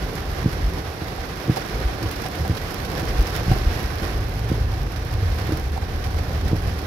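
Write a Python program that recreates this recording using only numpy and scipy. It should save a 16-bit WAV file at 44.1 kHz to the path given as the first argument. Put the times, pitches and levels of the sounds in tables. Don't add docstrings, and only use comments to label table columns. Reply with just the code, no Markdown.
import sys
import numpy as np
from scipy import signal
from scipy.fft import rfft, irfft, next_fast_len
from scipy.io import wavfile

SR = 44100
rng = np.random.default_rng(int(sys.argv[2]) if len(sys.argv) > 2 else 0)


def master(y):
    cut = np.clip(np.atleast_2d(y).T, -1, 1)
    pcm = np.round(cut * 32767)
    wavfile.write(sys.argv[1], SR, pcm.astype(np.int16))


def ratio_of_db(decibels):
    return 10 ** (np.asarray(decibels, float) / 20)


N = 302526
SIZE = next_fast_len(N + 8192)
HZ = np.arange(SIZE // 2 + 1) * SR / SIZE + 1e-3

# f/Hz, relative level per Hz/dB
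GLASS_SPECTRUM = [(410, -20), (700, -7.5), (757, -6.5), (885, -9.5), (1010, -6), (1340, -5.5), (1550, -2.5),
                  (2970, -12), (5700, -13), (6500, -22.5), (7300, -25), (8000, -32), (9000, -28),
                  (12400, -23), (14500, -28), (15700, -34.5)]
# f/Hz, width/Hz, level/dB
ROOF_MODES = [(338, 340, 0), (493, 200, 0), (754, 59, 6.5), (950, 290, 0), (1620, 170, -1)]
# f/Hz, level/dB
LEFT_COLOUR = [(50, 0.), (150, -1.5), (300, -1.5), (620, -4), (760, -2.5), (1200, -5), (1700, -9),
               (3000, -7), (5400, -14), (6800, -10.5), (8500, 0), (10500, -5), (12200, -9), (15500, -6)]


def rms_one(x):
    return x / np.sqrt(np.mean(x ** 2) + 1e-20)


def in_time(rows):
    s, *columns = np.transpose(rows)
    return [np.interp(np.arange(N) / SR, s, c) for c in columns]


def at_hz(points):
    hz, value = np.array(points).T
    return np.interp(np.log(HZ), np.log(hz), value)


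def causal(db):
    cepstrum = irfft(np.maximum(db, -90) * np.log(10) / 20, SIZE)
    cepstrum[1:SIZE // 2] *= 2
    cepstrum[SIZE // 2 + 1:] = 0
    return np.exp(rfft(cepstrum))


def drift(corner_hz):
    r = np.exp(-40 * np.pi * corner_hz / SR)
    noise = rng.standard_normal(N // 20 + 2002)
    slow = signal.lfilter([1], [1, -2 * r, r * r], noise)[2000:]
    return np.interp(np.arange(N) / 20, np.arange(len(slow)), rms_one(slow))


def resonance(x, hz, width_hz):
    r = np.exp(-np.pi * width_hz / SR)
    poles = [1, -2 * r * np.cos(2 * np.pi * hz / SR), r * r]
    return signal.lfilter(np.array([1, 0, -1]) * (1 - r * r) / 2, poles, x)


def wavering_sine(hz, level_db, waver_db, waver_hz, wobble):
    level = np.sqrt(2) * ratio_of_db(level_db + waver_db * drift(waver_hz))
    phase = 2 * np.pi * np.cumsum(hz * (1 + wobble * drift(8.02))) / SR
    return level * np.sin(phase)


def panel_db():
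    return sum(db / (1 + (2 * (HZ - hz) / width_hz) ** 2) for hz, width_hz, db in ROOF_MODES)


def both_ears(shared, left, right, colour_db):
    # f/Hz, likeness
    likeness = [(60, 0.97), (130, 0.94), (290, 0.77), (640, 0.52), (1410, -0.06), (3100, 0.06),
                (6820, -0.01), (15000, 0.0)]
    alike = np.clip(at_hz(likeness), 0, 1)
    common = np.sqrt(alike) * rfft(shared, SIZE)
    colour = causal(colour_db)
    pair = []
    for own in (left, right):
        spectrum = common + np.sqrt(1 - alike) * rfft(own, SIZE)
        pair.append(irfft(colour * spectrum, SIZE)[:N])
    return np.array(pair) / np.std(pair[1])


def drops(per_s, spread_db, clump_db):
    sizes = ratio_of_db(spread_db * np.minimum(rng.exponential(1, N), 3.6)) * rng.choice([-1, 1], N)
    chance = per_s * ratio_of_db(clump_db * drift(14.0)) / SR
    return sizes * (rng.random(N) < chance)


def cabin(clicks, t60_s, direct_db, pan_db, count):
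    t = np.arange(2048) / SR
    place = rng.integers(0, count, N)
    paths = 0
    for k, side in enumerate(np.linspace(-1, 1, count)):
        clouds = rng.standard_normal((3, len(t))) * ratio_of_db(-60 * t / t60_s)
        clouds = clouds / np.sqrt(np.sum(clouds ** 2, axis=1, keepdims=True))
        tick_db = direct_db + pan_db * side * np.array([0, 1, -1])
        clouds[[0, 1, 2], rng.integers(0, 40, 3)] += ratio_of_db(tick_db)
        paths = paths + signal.oaconvolve((clicks * (place == k))[None], clouds, axes=1)[:, :N]
    return paths


def road_shake():
    # t/s, level/dB
    road_table = [(0.0, -32.5), (0.6, -31.5), (1.1, -37), (2.2, -40), (2.6, -34), (3.4, -29.5), (3.9, -31),
                  (4.4, -28.5), (5.2, -30.5), (5.7, -27.5), (6.4, -27), (6.86, -33)]
    # t/s, deep boom/dB, upper boom/dB, leading deep mode/Hz
    bump_table = [(0.05, -28, -26, 49.3), (0.33, -26, -30, 43), (0.65, -19, -29, 47.14),
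                  (1.2, -29, -36, 46.1), (1.76, -27, -37, 46.7), (1.87, -23, -36, 49.6),
                  (2.06, -26, -24, 51.6), (2.2, -28, -40, 51.2), (2.42, -39, -22, 59.9),
                  (2.51, -33, -19, 60.8), (2.85, -33, -43, 44.75), (3.041, -42, -22, 43.6),
                  (3.1, -24.5, -39, 44), (3.2, -15.5, -67, 46.65), (3.4, -35, -25, 45.5),
                  (3.52, -18, -19, 52.8), (3.681, -15.5, -25, 53.04), (3.86, -26, -42, 57.2),
                  (4.18, -21.5, -42, 49.3), (4.6, -21, -36, 47.83), (4.72, -24.5, -28, 51),
                  (4.81, -28, -27, 50.6), (5.13, -24, -31, 39.7), (5.33, -22, -36, 48.8),
                  (5.44, -32, -22.5, 49.3), (5.52, -34, -18.5, 55.4), (5.791, -32, -27, 61.05),
                  (5.88, -40, -41, 61.5), (6.06, -27, -50, 60), (6.459, -29, -17, 55.74),
                  (6.67, -26, -25, 49.7), (6.731, -37, -23, 53.84)]
    rise_s, fall_s = 0.03, 0.03
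    steady_deep_db = -2.5
    steady_db, = in_time(road_table)
    s, deep_db, upper_db, hz = np.transpose(bump_table)
    t = np.arange(0, N, 40) / SR
    late_s = t[:, None] - s
    swell = np.exp(-2 * np.abs(late_s) / np.where(late_s < 0, rise_s, fall_s))
    levels_db = []
    for base_db, bump_db in ((steady_db + steady_deep_db, deep_db), (steady_db, upper_db)):
        power = np.interp(np.arange(N) / SR, t, swell @ ratio_of_db(2 * bump_db))
        levels_db.append(10 * np.log10(ratio_of_db(2 * base_db) + power))
    return *levels_db, np.interp(np.arange(N) / SR, s, hz)


def boom(modes, level_db):
    rings = 0
    for hz, width_hz, db in modes:
        ring = resonance(rng.standard_normal(N), hz, 2 * width_hz)
        ring = rms_one(resonance(ring, hz, width_hz))
        rings = rings + ratio_of_db(db + 1.2 * drift(2.3)) * ring
    return ratio_of_db(level_db) * rms_one(rings)


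def road():
    # f/Hz, width/Hz, relative level/dB
    deep_modes = [(34, 5.6, -10), (53.4, 17, -6.5)]
    # f/Hz, width/Hz, relative level/dB
    upper_modes = [(74.5, 15.3, 2), (92.8, 35.5, -3.5), (114.4, 59, -5.5)]
    deep_db, upper_db, deep_hz = road_shake()
    deep = wavering_sine(deep_hz, deep_db - 3.5, waver_db=-1.0, waver_hz=6.3, wobble=0.0834)
    deep = deep + boom(deep_modes, deep_db + 0.5)
    unlike = boom(deep_modes, deep_db - 28) + boom(upper_modes, upper_db - 23.0)
    return deep + boom(upper_modes, upper_db) + unlike * [[1], [-1]]


def pull_away_hum():
    # t/s, f/Hz, level/dB
    hum_table = [(3.9, 79.5, -35), (4.2, 97.4, -33.5), (4.54, 109.2, -24.5), (4.9, 102.7, -35.5),
                 (5.12, 108.6, -30.5), (5.25, 91, -22), (5.5, 72.47, -42), (6.08, 71.9, -34),
                 (6.4, 84.55, -31), (6.7, 85.9, -32), (6.86, 78.7, -28.5)]
    fade_in = np.clip((np.arange(N) / SR - hum_table[0][0]) / 0.22 + 1, 0, 1)
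    return fade_in * wavering_sine(*in_time(hum_table), waver_db=2.5, waver_hz=19.0, wobble=0.0617)


def wipers():
    # t/s, strength/dB for each of the four mode groups
    knock_table = [(0.458, -51, -17.5, -15, -26.5), (1.019, -29, -36, -31, -29.5),
                   (1.495, -40, -17.5, -16, -18.5), (2.035, -20, -41, -47, -24.5),
                   (2.496, -16, -21.5, -27, -25), (3.029, -34, -46, -35, -28), (3.479, -16, -20, -33, -40),
                   (3.5127, -24, -16.5, -21, -25), (4.02, -39, -45, -29, -39),
                   (4.515, -24, -20.5, -18.5, -23), (5.492, -30, -39, -26, -27.5),
                   (5.521, -24, -37, -35, -18.5), (6.53, -14, -20.5, -18, -21)]
    # f/Hz, level/dB, t60/s
    scuttle_modes = [
        [(103.3, 1.5, 0.15)],
        [(127, 1, .14), (162, 5.5, 0.11)],
        [(197.6, 3, 0.051), (237, 4, 0.052)],
        [(310.7, 6, 0.08), (439, 2, 0.04), (746, -7, 0.034)],
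    ]
    slack_s, slack_db = 0.00422, -13.5
    judder_s, judder_db = 0.01537, -10.5
    contact_s = 0.0018
    s, *levels_db = np.transpose(knock_table)
    out = np.zeros(N)
    for modes, level_db in zip(scuttle_modes, levels_db):
        blows = np.full(N, 1e-18)
        blows[np.round(s * SR).astype(int)] = -ratio_of_db(level_db)
        blows -= ratio_of_db(slack_db) * np.roll(blows, -round(slack_s * SR))
        blows += ratio_of_db(judder_db) * np.roll(blows, -round(judder_s * SR))
        for hz, db, t60_s in modes:
            r, w = ratio_of_db(-60 / (t60_s * SR)), 2 * np.pi * hz / SR
            out += signal.lfilter([0, ratio_of_db(db) * np.sin(w)], [1, -2 * r * np.cos(w), r * r], blows)
    push = np.hanning(round(contact_s * SR))
    soft = np.convolve(out, push / push.sum())[:N]
    return signal.sosfilt(signal.butter(4, 80, "high", fs=SR, output="sos"), soft)


def drumming(level_db):
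    # f/Hz, relative level per Hz/dB
    drum_spectrum = [(65, -38.5), (110, -3.5), (238, -10.5), (317, -8.5), (446, -8.5), (646, -14),
                     (758, -16), (898, -17.5), (1200, -17), (1560, -56.5), (2640, -120)]
    near = drops(1500, spread_db=2.5, clump_db=2.5)
    near = rms_one(cabin(near, t60_s=0.031, direct_db=-0.5, pan_db=2.0, count=8))
    paths = ratio_of_db(-2.5) * near + rng.standard_normal((3, N))
    return ratio_of_db(level_db) * both_ears(*paths, at_hz(drum_spectrum) + panel_db())


def thuds_and_crack():
    # t/s, strength/dB
    blow_table = [(0.775, -22), (1.18, -24), (1.569, -16), (1.609, -34), (1.653, -23), (1.883, -20),
                  (2.255, -21), (2.344, -34), (2.45, -18), (2.631, -28), (2.92, -21), (3.213, -35),
                  (3.5157, -13.5), (5.76, -26), (5.777, -21.5), (5.825, -23.5), (6.055, -31), (6.145, -21),
                  (6.19, -21)]
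    tail_s, tail_db = 0.0087, -15.0
    s, strength_db = np.transpose(blow_table)
    chance_db = rng.normal(0, 1.56, (len(s), 2 * len(ROOF_MODES)))
    out = np.zeros((2, N))
    for k, (hz, width_hz, db) in enumerate(ROOF_MODES):
        blow_db = strength_db + db - 12.5 - 5.1 * np.log2(hz / 500) + chance_db[:, 2 * k:2 * k + 2].T
        blows = np.full((2, N), 1e-18)
        blows[:, np.round(s * SR).astype(int)] = ratio_of_db(blow_db)
        tail = signal.lfilter([0, 1], [1, -np.exp(-1 / (tail_s * SR))], blows)
        blows += ratio_of_db(tail_db) * rng.standard_normal((2, N)) * tail
        out += resonance(blows, hz, width_hz) * SR / (2 * np.pi * width_hz)
    return out


def patter(level_db):
    near = drops(1100, spread_db=6.5, clump_db=3.0)
    near = cabin(near, t60_s=0.012, direct_db=-8.5, pan_db=12.5, count=6)
    near = signal.lfilter([1, -.7], [1], near)
    blur = rng.standard_normal((3, N)) * ratio_of_db(1.22 * drift(20.0))
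    paths = ratio_of_db(-2.5) * rms_one(near) + blur
    return ratio_of_db(level_db) * both_ears(*paths, at_hz(GLASS_SPECTRUM) + panel_db())


def splashes():
    # t/s, strength/dB
    splash_table = [(0.529, -23), (0.766, -36), (1.5594, -19), (1.571, -24), (1.8472, -37), (2.027, -24),
                    (2.12, -26), (2.16, -25), (2.26, -22), (2.415, -32), (2.572, -21), (2.614, -26),
                    (2.7067, -23), (2.787, -32), (2.848, -21), (2.994, -19.5), (3.084, -25), (3.268, -19),
                    (3.352, -23), (3.5108, -33), (3.649, -33), (3.807, -31), (4.4892, -24.5), (4.918, -32),
                    (4.96, -25), (5.385, -25), (5.52, -22), (6.0396, -24), (6.185, -27), (6.478, -23),
                    (6.788, -25)]
    rise_s, fall_s = 0.00048, 0.012
    t = np.arange(4096) / SR
    shape = (1 - np.exp(-t / rise_s)) * np.exp(-t / fall_s)
    envelope = np.zeros(N + len(t))
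    for s, strength_db in splash_table:
        envelope[round(s * SR):][:len(t)] += ratio_of_db(strength_db - 5.5) * shape
    colour = causal(at_hz(GLASS_SPECTRUM) + 2.44 * np.log2(HZ / 5000))
    colour = colour / np.sqrt(np.mean(np.abs(colour) ** 2))
    bursts = envelope[:N] * rng.standard_normal((2, N))
    return irfft(colour * rfft(bursts, SIZE), SIZE)[:, :N]


def big_drops():
    # t/s, left tick peak/dB, right tick peak/dB
    drop_table = [(0.155, -39, -16), (0.5244, -52, -21), (0.5315, -21, -42), (0.7362, -43, -19),
                  (0.8629, -42, -28), (1.572, -35, -24), (1.7576, -34, -35), (2.0285, -35, -16),
                  (2.114, -12, -16), (2.1258, -24, -31), (2.1366, -42, -26), (2.22, -38, -12),
                  (2.286, -16, -23), (2.479, -16, -17), (2.5727, -26, -35), (2.7134, -34, -26),
                  (2.7442, -33, -11), (2.9174, -31, -16), (2.9314, -43, -19), (3.054, -40, -14),
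                  (3.1404, -44, -24), (3.2263, -20, -34), (3.364, -22, -7), (3.832, -22, -18),
                  (4.295, -34, -18), (4.832, -41, -20), (4.9213, -30, -20), (5.0508, -37, -20),
                  (5.1282, -32, -22), (5.1397, -35, -15), (5.3461, -35, -19), (5.47, -40, -16),
                  (5.5726, -22, -14), (5.5978, -35, -17), (5.721, -30, -21), (6.481, -36, -18),
                  (6.6244, -30, -20), (6.7902, -37, -25)]
    spatter_s, spatter_db = 0.002, -18
    s, *peaks_db = np.transpose(drop_table)
    ticks = np.zeros((2, N))
    ticks[:, np.round(s * SR).astype(int)] = ratio_of_db(np.array(peaks_db))
    tail = signal.lfilter([0, 1], [1, -np.exp(-1 / (spatter_s * SR))], ticks)
    spatter = ratio_of_db(spatter_db) * rng.standard_normal((2, N)) * tail
    colour = causal(at_hz(GLASS_SPECTRUM) + 6.4 * np.log2(HZ / 5000))
    microphones = (causal(at_hz(LEFT_COLOUR)), 1)
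    peaks = [np.max(np.abs(irfft(colour * mic, SIZE))) for mic in microphones]
    return irfft(colour * rfft(ticks + spatter, SIZE), SIZE)[:, :N] / np.reshape(peaks, (2, 1))


def rain():
    # t/s, strength/dB
    rain_table = [(0.0, -41), (0.38, -40), (0.86, -41.5), (2.27, -38.5), (2.41, -40), (3.23, -37.5),
                  (4.05, -39), (4.26, -41.5), (4.74, -43), (5.46, -41.5), (5.69, -43.5), (6.46, -41.5),
                  (6.86, -42.5)]
    patter_over_strength_db, patter_gust_db = 8, 0.52
    drumming_mean_db, drumming_gust_db = -31.5, 1
    drumming_follows = 0.79
    strength_db, = in_time(rain_table)
    gusts = drift(7.1)
    patter_db = strength_db + patter_over_strength_db + patter_gust_db * gusts
    swing_db = strength_db - strength_db.mean()
    drumming_db = drumming_mean_db + drumming_follows * swing_db + drumming_gust_db * gusts
    return drumming(drumming_db) + patter(patter_db) + splashes() + big_drops()


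def scene():
    return road() + pull_away_hum() + wipers() + thuds_and_crack() + rain()


def low_pass(x):
    return signal.sosfilt(signal.butter(12, 16510, fs=SR, output="sos"), x)


def record(dry):
    top_hz, bass_cut_hz = 15780, 28
    left = irfft(causal(at_hz(LEFT_COLOUR)) * rfft(dry[0], SIZE), SIZE)[:N]
    response = ratio_of_db(-22 * (HZ > top_hz)) / np.sqrt(1 + (bass_cut_hz / HZ) ** 6)
    mix = irfft(response * rfft([left, dry[1]], SIZE), SIZE)[:, :N]
    return low_pass(mix)


dry = scene()
out = record(dry)
master(out)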